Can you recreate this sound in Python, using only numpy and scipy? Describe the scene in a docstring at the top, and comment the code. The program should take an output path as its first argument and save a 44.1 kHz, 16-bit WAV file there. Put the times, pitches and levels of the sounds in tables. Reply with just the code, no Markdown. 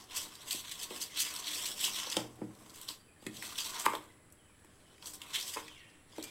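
"""Beating batter in a steel bowl

A metal spoon beats thick batter, close by. It grates over sugar and steel in strokes, ticks on the
wall of the bowl and knocks the bowl against a stone counter. Each contact makes the steel or stone
ring. A hard kitchen echoes, and a far bird sings short falling phrases over the hum of the house."""
import sys
import numpy as np
from scipy import signal
from scipy.fft import rfft, irfft, next_fast_len
from scipy.io import wavfile
from scipy.ndimage import uniform_filter1d, map_coordinates

SR = 44100
rng = np.random.default_rng(int(sys.argv[2]) if len(sys.argv) > 2 else 0)


def put_to_file(sound):
    """Save the sound as 16-bit audio at rate SR, in the file named by the first command-line argument."""
    columns = np.atleast_2d(sound).T  # one column per channel
    safe = np.clip(columns, -1, 1)
    whole_steps = np.round(safe * 32767)
    wavfile.write(sys.argv[1], SR, whole_steps.astype(np.int16))


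N = 277830

# A mode is a pitch at which a thing likes to ring; the narrower it is, the longer it rings.
# Columns of all six tables: f/Hz, width/Hz, level/dB
RIM_MODES = [(9454.2, 849.8, -0.5), (11661, 2292, -3.5), (14009, 3036.6, -3.5)]  # the highest ringing of the bowl's rim
TIP_MODES = [(7358.7, 779.5, -6), (8024.9, 277.8, 2), (8554.5, 676.4, -7.5)]  # the spoon tip and the small hollow in the microphone
BOWL_MODES = [(853.51, 38.3, -9), (982.12, 171.7, 2.5), (1186.1, 289.67, -2), (2132.8, 609.3, -8)]  # the low ringing of the bowl
FOOT_MODES = [(461.11, 50.65, -1.5), (601.27, 49.985, -2), (773.29, 151.17, -7)]  # the foot of the bowl
COUNTER_MODES = [(243.25, 12.05, -3), (307.96, 14.236, 6), (376.52, 32.48, -2.5)]  # the stone counter
CUPBOARD_MODES = [(119, 3.086, 0.5), (174, 22.2, -7.5), (213.32, 12.65, -0.5)]  # the hollow under the counter


def amp(db):
    """Turn decibels into a number to multiply by."""
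    return 10 ** (np.asarray(db) / 20)


def unit(x):
    """Scale a sound to an average power of 1."""
    return x / np.sqrt(np.mean(x ** 2) + 1e-20)


def along(points, hz):
    """Read a curve of (f/Hz, value) points at hz, with octaves evenly spaced."""
    freqs, values = np.transpose(points)
    return np.interp(np.log(hz + 1), np.log(freqs + 1), values)


def curves(rows):
    """Turn rows of (t/s, values...) into one curve per value, sample by sample."""
    times, *columns = np.transpose(rows)
    return [np.interp(np.arange(N) / SR, times, column) for column in columns]


def wobble(rate):
    """A smooth random curve through `rate` points a second."""
    points = rng.standard_normal(int(N * rate / SR) + 4)
    return map_coordinates(points, [np.arange(N) * rate / SR])


def filtered(x, response):
    """Multiply each frequency in x by response(frequency)."""
    size = next_fast_len(x.shape[-1] + SR // 2)
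    hz = np.fft.rfftfreq(size, 1 / SR)
    return irfft(rfft(x, size) * response(hz), size)[..., :x.shape[-1]]


def ring(x, modes):
    """Shake an object with x so its modes ring; flipping every other one avoids gaps between them."""
    def response(f):
        return sum((-1) ** k * amp(db) * 1j * f * width / (hz * hz - f * f + 1j * f * width)
                   for k, (hz, width, db) in enumerate(modes))
    return filtered(x, response)


def bright(x, modes):
    """Ring high modes and let little through below them."""
    return ring(ring(x, modes), [(10235, 5146, 0.00015)])


def strokes():
    """Each stroke of the spoon swells and fades; the loudest sets the treble and the contact point."""
    # t/s of the peak, 20 dB rise/s, 20 dB fall/s, level/dB, treble/dB and hum/dB (both relative to
    # that level), f/Hz where the wall rings best
    spoon_strokes = [(0.0, .05, 0.0707, -53.5, -8, -5.5, 4513), (0.117, 0.029, 0.219, -50, -7.5, -6, 3290),
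                     (0.17, 0.0344, 0.1167, -38.5, -2.5, -15, 4100),
                     (.36, 0.5497, 0.9832, -57.5, -5.5, -7, 3695),
                     (.485, 0.0625, 0.2427, -49, -2.5, -11.5, 3420),
                     (.52, 0.0585, 0.1224, -38.5, -2.5, -24, 4158),
                     (.655, -0.0526, 0.2611, -50, -8, -13, 3435),
                     (0.714, -0.006, 0.0667, -45, -4.5, -21.5, 3603),
                     (0.839, 0.0777, 0.037, -40, -3.5, -23, 3625),
                     (.91, 0.7467, 0.0002, -59.5, -5.5, -3, 3307),
                     (.968, 0.1471, 0.2346, -48, -4, -10, 3453),
                     (1.028, 0.0349, 0.0348, -40, -2, -28.5, 4631),
                     (1.176, 0.0771, 0.1567, -41.5, -8.5, -14.5, 3519),
                     (1.205, 0.0257, 0.0432, -33, 2.5, -24, 4093),
                     (1.255, 0.0958, 0.1636, -44, -4.5, -12.5, 3252),
                     (1.36, 0.1229, 0.2399, -46, -3, -6.5, 4568),
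                     (1.48, 0.1094, 0.0816, -41.5, -10.5, -16.5, 3598),
                     (1.538, -0.2125, 0.0538, -42.5, -4, -14, 3617),
                     (1.584, -0.027, 0.2438, -45, -2.5, -10.5, 3538),
                     (1.675, -0.2935, 0.1283, -42, -2.5, -18, 4105),
                     (1.846, 0.0886, 0.0843, -34, -4, -19, 3587),
                     (1.948, 0.1179, 0.1876, -40, -5.5, -25, 4015),
                     (2.04, 0.24, 0.1414, -44.5, -10.5, -3, 3688),
                     (2.123, -0.0266, 0.0596, -39.5, -3.5, -19.5, 3462),
                     (2.18, 0.2215, 0.1193, -48.5, -5, -5.5, 4220),
                     (2.67, 0.9484, -0.164, -69.5, -2.5, 3, 4620),
                     (2.762, 0.0472, 0.1583, -56.5, -2.5, -9.5, 3658),
                     (2.82, 0.333, 0.2095, -60, 1.5, -5, 3660),
                     (2.889, 0.0194, 0.0608, -43, -4.5, -12.5, 4051),
                     (3.27, 0.1045, 0.3745, -62.5, -3.5, -11, 2875),
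                     (3.371, 0.0607, 0.4115, -51, -5, -17.5, 3864),
                     (3.435, 0.0293, 0.2529, -49.5, -5, -6.5, 3766),
                     (3.51, 0.0934, 0.3161, -51, -4, -8, 4190), (3.58, 0.0031, 0.067, -36, -7.5, -12, 3520),
                     (3.66, 0.0911, 0.179, -43.5, -4, -11.5, 3611),
                     (3.765, 0.0522, 0.071, -40.5, -10.5, -5, 3681),
                     (3.815, 0.1235, 0.0481, -47.5, 2, -1, 4382), (3.864, 0.0231, 0.0004, -32, 0, -1, 2858),
                     (3.9, 0.0651, 0.0388, -54.5, 2, 6.5, 2600), (3.955, 0.0754, 0.0466, -51, -2, 3, 3437),
                     (4.03, 0.3417, 0.1595, -65.5, -2.5, 3.5, 2963),
                     (4.9, 0.7678, 3.09, -70.5, -7.5, -7.5, 3080),
                     (5.027, -0.0154, 0.0708, -54, -6.5, -3, 4354),
                     (5.065, -0.0339, 0.1312, -50, 1, -12, 4693),
                     (5.135, 0.0022, -0.0413, -52, 3, -5.5, 5104),
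                     (5.235, 0.0758, 0.457, -56.5, -4, -5, 2881),
                     (5.305, 0.0142, 0.1178, -54, -5, -2.5, 3395),
                     (5.343, 0.0214, 0.1438, -38.5, -7.5, -17, 3044),
                     (5.415, 0.0652, 0.0816, -41, -5.5, -21.5, 4464),
                     (5.49, 0.0819, 0.1661, -44, -1.5, -20.5, 4176),
                     (5.565, 0.0608, 0.0738, -50, -7, -2.5, 3400),
                     (5.64, 0.0634, 0.3, -58.5, -10.5, -6, 3383),
                     (6.183, 0.1152, -1.2547, -57, -7.5, -12, 2942),
                     (6.24, -0.0066, 0.0237, -47, 3, -14.5, 4462)]
    peak_s, rise_s, fall_s, db, treble_db, hum_db, hz = np.transpose(spoon_strokes)[:, :, None]
    t = np.arange(0, N / SR + .001, .001)
    from_peak = np.where(t < peak_s, (peak_s - t) / abs(rise_s), (t - peak_s) / abs(fall_s))
    fade_db = 20 * from_peak ** 1.1249  # a power over 1 gives round tops and abrupt ends
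    power = amp(db - fade_db) ** 2 + 1e-12
    hum_power = amp(db + hum_db - fade_db / 1.055) ** 2 + 1e-12  # swells and fades a little slower
    total = power.sum(0)
    tip_db = (power * treble_db).sum(0) / total
    best_hz = (power * hz).sum(0) / total
    return np.transpose([t, 10 * np.log10(total), tip_db, 10 * np.log10(hum_power.sum(0)), best_hz])


def grit(scatter_db, clump_db):
    """A crowd of tiny impacts of uneven size that come in clumps."""
    sizes = amp(scatter_db * rng.standard_normal(N) + clump_db * (wobble(60) + wobble(350)))
    return unit(sizes * rng.standard_normal(N))


def bowl_wall(x, best_hz, focus_db):
    """As the spoon moves along the wall, the modes near best_hz take most of the shaking."""
    # the steel wall, damped by batter: f/Hz, width/Hz, level/dB
    wall_modes = [(2030.3, 583, -3.5), (2600.7, 152.85, -1), (3203.7, 569.5, -2.5), (4289.2, 905.5, -2),
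                  (4732.2, 922.5, -2), (5487.9, 481.2, -1.5), (6076.9, 712.5, -3)]
    hz, width, db = np.transpose(wall_modes)
    drift_db = 2.2 * np.array([wobble(30) for _ in wall_modes])
    octaves_away = np.log2(hz[:, None] / best_hz)
    share = amp(drift_db - focus_db * octaves_away ** 2)
    strength = amp(db) * np.sqrt(width)
    share *= np.linalg.norm(strength) / np.sqrt(strength ** 2 @ share ** 2)  # keep the total power
    ringing = sum((-1) ** k * ring(x * share[k], [mode]) for k, mode in enumerate(wall_modes))
    return ring(ringing, [(4425.7, 7201, 0)])  # the small wall gives off little below its modes


def scraping():
    """Grit under the spoon shakes wall, tip and rim; the dragging makes bowl and counter hum."""
    # the bowl dragging on the counter: t/s, level/dB
    drag_levels = [(0.0, -62.5), (0.44, -65.5), (0.63, -64.5), (1.19, -63), (1.44, -60), (1.74, -58.5),
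                   (2.4, -61), (2.6, -63.5), (2.96, -69.5), (3.16, -73), (3.26, -67), (3.4, -61),
                   (3.6, -63.5), (3.93, -55.5), (4.07, -71.5), (4.25, -71.5), (4.53, -79), (4.77, -71),
                   (5.11, -64), (5.25, -63), (5.47, -65), (5.77, -72.5), (6.07, -70.5), (6.3, -64.5)]
    scrape_db, tip_db, hum_db, best_hz = curves(strokes())
    drag_db, = curves(drag_levels)
    swell_db = scrape_db - uniform_filter1d(scrape_db, size=SR // 3)
    drag_db += 0.2593 * swell_db  # the counter takes up part of each stroke's swell
    grains = grit(scatter_db=2.5, clump_db=2.0)
    drag = grit(scatter_db=3.5, clump_db=2.0)
    rim = amp(tip_db - 1.5) * unit(bright(grains, RIM_MODES))
    tip = amp(tip_db) * unit(bright(grains, TIP_MODES))
    wall = unit(bowl_wall(grains, best_hz, focus_db=7.5))
    bowl = amp(hum_db) * unit(ring(drag, BOWL_MODES + [(1462, 160, -5.0)]))
    counter = amp(drag_db) * unit(ring(drag, CUPBOARD_MODES[1:] + COUNTER_MODES + FOOT_MODES))
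    return amp(scrape_db) * (wall + rim - tip) + bowl + counter  # minus: no gap between tip and rim


def house_hum():
    """The house makes a steady, mostly low noise that wavers a little."""
    # the tone of the noise: f/Hz, relative level/dB
    spectrum = [(12, 3.5), (32, -13), (48, -13.5), (68, 2.5), (158, -4), (386, -9.5), (750, -17),
                (1690, -15), (3040, -23), (6600, -31.5), (8050, -14), (9100, -30), (10100, -14),
                (11500, -35.5), (15800, -29.5)]
    noise = filtered(rng.standard_normal(N), lambda hz: amp(along(spectrum, hz)))
    return amp(-63 + 0.2705 * wobble(3.1776)) * unit(noise)


def spoon_ticks():
    """Each tap of the spoon is a sharp little burst of noise that rings wall, tip and rim."""
    # spoon tip on the wall: t/s, level/dB, treble/dB relative to it, f/Hz where the wall rings best
    taps = [(.0398, -41.5, -10, 4620), (.111, -38.5, -18, 3200), (.162, -21, -9.5, 6105),
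            (.353, -29, -16.5, 3744), (.428, -39, -10, 3804), (.478, -33, -27, 3298),
            (.508, -14.5, -13, 3689), (.648, -33, -15, 3544), (.693, -24.5, -14.5, 3761),
            (.7208, -30, -4.5, 3120), (.8135, -26, -16, 3219), (.9045, -29, -13.5, 3062),
            (.9614, -28.5, -12.5, 3221), (1.014, -18, -21, 4527), (1.037, -24, -10.5, 4902),
            (1.147, -29.5, -20, 4855), (1.1638, -27, -19.5, 3107), (1.195, -13, -26, 5363),
            (1.2005, -11, -20.5, 3402), (1.338, -24, -7.5, 3862), (1.3623, -21.5, -12, 4750),
            (1.4237, -30.5, -26, 3795), (1.4421, -21.5, -22.5, 4305), (1.4805, -20.5, -15.5, 3228),
            (1.534, -20, -18, 3303), (1.558, -24.5, -27.5, 2182), (1.655, -12.5, -24, 4305),
            (1.678, -22.5, -21.5, 4260), (1.7908, -24.5, -15.5, 5070), (1.8088, -22, -6, 3258),
            (1.8406, -10, -11.5, 3433), (1.8487, -14, -11, 6340), (2.0315, -18, -20.5, 3811),
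            (2.067, -20, -21.5, 3803), (2.099, -19, -14, 5083), (2.127, -22, -16.5, 3185),
            (2.167, -10, -16, 4006), (2.356, -49, -4.5, 3248), (2.55, -44.5, -9, 5107),
            (2.661, -43.5, -13, 2507), (2.6956, -33, -17, 4653), (2.702, -34, -18.5, 4632),
            (2.757, -41.5, -1.5, 3512), (2.813, -30.5, -4.5, 3735), (2.8868, -18, -20, 4004),
            (3.2221, -43.5, -9, 3722), (3.265, -21.5, -13.5, 1993), (3.367, -27.5, -15.5, 4600),
            (3.424, -25, -9.5, 2072), (3.525, -36.5, -7.5, 3310), (3.5558, -27.5, -27.5, 3326),
            (3.585, -13.5, -26, 3430), (3.6431, -23, -16.5, 5994), (3.691, -31.5, -19, 6160),
            (3.796, -27.5, -2.5, 6190), (3.857, -22, -5, 3910), (3.9345, -36, -15.5, 2090),
            (3.951, -22, -14, 3738), (4.121, -51.5, -15.5, 4300), (4.301, -50.5, -15, 4691),
            (4.3231, -49, 3, 6497), (4.646, -48.5, -3, 2112), (4.98, -42, -16.5, 2018),
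            (5.0245, -33, -22, 3469), (5.057, -25.5, -13.5, 4391), (5.135, -31.5, -8, 5480),
            (5.2165, -26.5, -13.5, 2706), (5.304, -33, -16, 5340), (5.334, -28, -15.5, 3168),
            (5.3502, -18.5, -34, 3093), (5.41, -22, -13, 5840), (5.476, -26.5, -15, 4403),
            (5.57, -26, -12, 2247), (5.6336, -55, -19, 3800), (5.68, -28, -21.5, 2331),
            (6.1805, -37.5, -6, 2323), (6.2256, -23.5, -13.5, 4470)]
    # small extra taps come at random and are louder when the scraping is louder
    count, per_second = 400, 40
    times, scrape_db = strokes().T[:2]
    starts = rng.random(count) * count / per_second
    above_scrape_db = 6 + 3.5 * rng.standard_normal(count)
    small_taps = [(start, np.interp(start, times, scrape_db) + db, -16.5)
                  for start, db in zip(starts, above_scrape_db) if start < N / SR]
    rise_s, fall_s = 0.0004551, 0.009069
    t = np.arange(SR // 20) / SR
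    shape = amp(-26 * t / fall_s) * (1 - np.exp(-t / rise_s))
    drive = np.zeros((2, N + SR))
    best_hz = np.full(N, taps[0][3], float)
    for start, db, treble_db, *hz in taps + small_taps:
        at = round(start * SR)
        burst = shape * rng.standard_normal(len(t))
        burst *= np.linalg.norm(shape) / np.linalg.norm(burst)
        drive[:, at:at + len(t)] += amp([[db], [db + treble_db]]) * burst
        if hz:  # small taps leave the contact point where it is
            best_hz[at:] = hz[0]
    wall_drive, treble_drive = drive[:, :N]
    rim = bright(amp(5.5) * treble_drive, RIM_MODES)
    tip = bright(amp(13.5) * treble_drive, TIP_MODES)
    return bowl_wall(wall_drive, best_hz, focus_db=46.5) + rim - tip


def bowl_knocks():
    """A blunt blow and a rattle shake the counter, the hollow under it, and the bowl and its foot."""
    # bowl against counter: t/s, push on counter/dB, on foot/dB, on cupboard/dB, on bowl/dB,
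    # contact time/ms, rattle time/s
    knocks = [(0.543, -38.5, -49.5, -42.5, -55, 0.298, 0.0929),
              (0.907, -38, -41.5, -50.5, -47.5, 0.299, 0.25686),
              (1.88, -56.5, -65.5, -50, -41, 0.2276, 0.1658),
              (2.07, -52.5, -42, -56.5, -43.5, 0.2105, 0.1285),
              (2.1675, -29, -26.5, -30, -37, 0.1502, 0.19615),
              (2.416, -29.5, -36, -28, -45, 0.2665, 0.12555),
              (2.884, -75, -50.5, -55, -45.5, 0.4168, 0.1236),
              (3.224, -49.5, -52, -49.5, -59, 0.2934, 0.1473),
              (3.264, -31, -44.5, -32.5, -49, 0.3643, 0.1822),
              (3.8637, -32.5, -36, -40.5, -24.5, 0.07155, 0.1365),
              (3.9349, -37.5, -35, -59, -35, 0.13336, 0.104),
              (3.949, -43.5, -40.5, -47, -41.5, 0.1575, 0.1287),
              (4.496, -69.5, -69, -72, -65.5, 0.2013, 0.0589),
              (4.645, -55, -63.5, -59.5, -57, 0.2424, 0.0513),
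              (5.562, -48.5, -44, -46.5, -39.5, 0.1965, 0.0533),
              (5.569, -42.5, -38.5, -51.5, -35.5, 0.1891, 0.18),
              (6.134, -62, -72.5, -67.5, -59, 0.203, 0.0434),
              (6.182, -31.5, -28, -52.5, -43.5, 0.5092, 0.09795)]
    parts = [(COUNTER_MODES, 2.12), (FOOT_MODES, 4.703), (CUPBOARD_MODES, 4.635), (BOWL_MODES, 5.531)]
    drive = np.zeros((4, N + SR))
    t = np.arange(SR // 5) / SR
    for start, *levels_db, contact_ms, rattle_s in knocks:
        contact = 1000 * t / contact_ms  # the blow is hardest when this reaches 1
        blow = contact * np.exp(1 - contact) / contact_ms
        rattle = 9.105 * rattle_s * amp(-60 * t / rattle_s) * rng.standard_normal(len(t))
        drive[:, round(start * SR):][:, :len(t)] += amp(levels_db)[:, None] * (blow + rattle)
    return sum(amp(db) * ring(push[:N], modes) for push, (modes, db) in zip(drive, parts))


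def bird():
    """A bird whistles short, husky notes that slide onto their last pitch, mostly downward."""
    # t/s, length/s, first f/Hz, last f/Hz, level/dB
    notes = [(1.085, 0.0564, 2300, 1970, -61.5), (2.997, 0.0781, 3200, 3000, -75.5),
             (3.062, 0.0634, 2726, 2373, -69.5), (3.15, 0.04555, 1857, 1768, -72),
             (4.093, 0.0321, 2112, 1963, -66), (4.385, 0.038, 3378, 2994, -71),
             (4.446, 0.03154, 3072, 3001, -69.5), (4.47, 0.064, 2700, 2260, -72),
             (4.562, 0.06566, 1769, 1687, -73.5), (4.836, 0.05133, 3290, 2918, -72),
             (4.898, 0.02843, 3040, 3000, -74), (5.691, 0.04957, 3317, 3024, -55),
             (5.736, 0.06954, 2802, 2779, -59), (5.752, 0.0991, 2407, 2149, -69),
             (5.84, 0.07874, 1899, 1785, -69.5), (6.12, 0.03944, 3460, 3419, -65),
             (6.2, 0.07256, 2392, 2375, -58), (2.994, 0.02927, 4309, 4888, -68.5),
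             (3.191, 0.03662, 4300, 4835, -70), (5.65, 0.048, 4000, 3180, -62),
             (5.696, 0.1503, 3250, 1801, -62), (5.77, 0.092, 3500, 2408, -63)]
    song = np.zeros(N + SR)
    for start, length, first_hz, last_hz, db in notes:
        progress = np.linspace(0, 1, round(length * SR))
        hz = last_hz + (first_hz - last_hz) * (1 - progress) ** 1.8
        swell = np.sin(np.pi * progress) ** 0.465
        whistle = np.sin(2 * np.pi * np.cumsum(hz) / SR)
        song[round(start * SR):][:len(whistle)] += amp(db) * swell * whistle
    return song[:N] * (1 + .55 * wobble(300))  # a fast flutter in level sounds husky


def kitchen_echo(x, stretch):
    """Each frequency of the echo dies at its own speed; every third of a second gets a new tail."""
    # f/Hz, time/s to fade by 60 dB before it is multiplied by stretch
    fade_times = [(100, 0.9027), (500, 0.3653), (2000, 0.3267), (8000, 0.16593), (15000, 0.28846)]
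    echo = np.zeros(N + 2 * SR)
    step, delay_samples = SR // 3, 150
    for start in range(0, N, step):
        hz, t, noise = signal.stft(rng.standard_normal(int(SR * .7)), SR, nperseg=256)
        fade_s = stretch * along(fade_times, hz)[:, None]
        tail = signal.istft(noise * amp(-60 * t / fade_s), SR, nperseg=256)[1]
        piece = signal.fftconvolve(x[start:start + step], tail / np.linalg.norm(tail))
        echo[start + delay_samples:][:len(piece)] += piece
    return echo[:N]


def scene():
    """The near bowl with some echo, the far bird with much more, and the house; both channels alike."""
    near = scraping() + spoon_ticks() + bowl_knocks()
    song = bird()
    far = song + kitchen_echo(song, stretch=2.823)
    mono = near + amp(-8.0) * kitchen_echo(near, stretch=0.938) + far + house_hum()
    return np.array([mono, mono])


def record(dry):
    """Cut away the very highest treble."""
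    top_hz = 15850
    return filtered(dry, lambda hz: hz < top_hz)


dry = scene()
out = record(dry)
put_to_file(out)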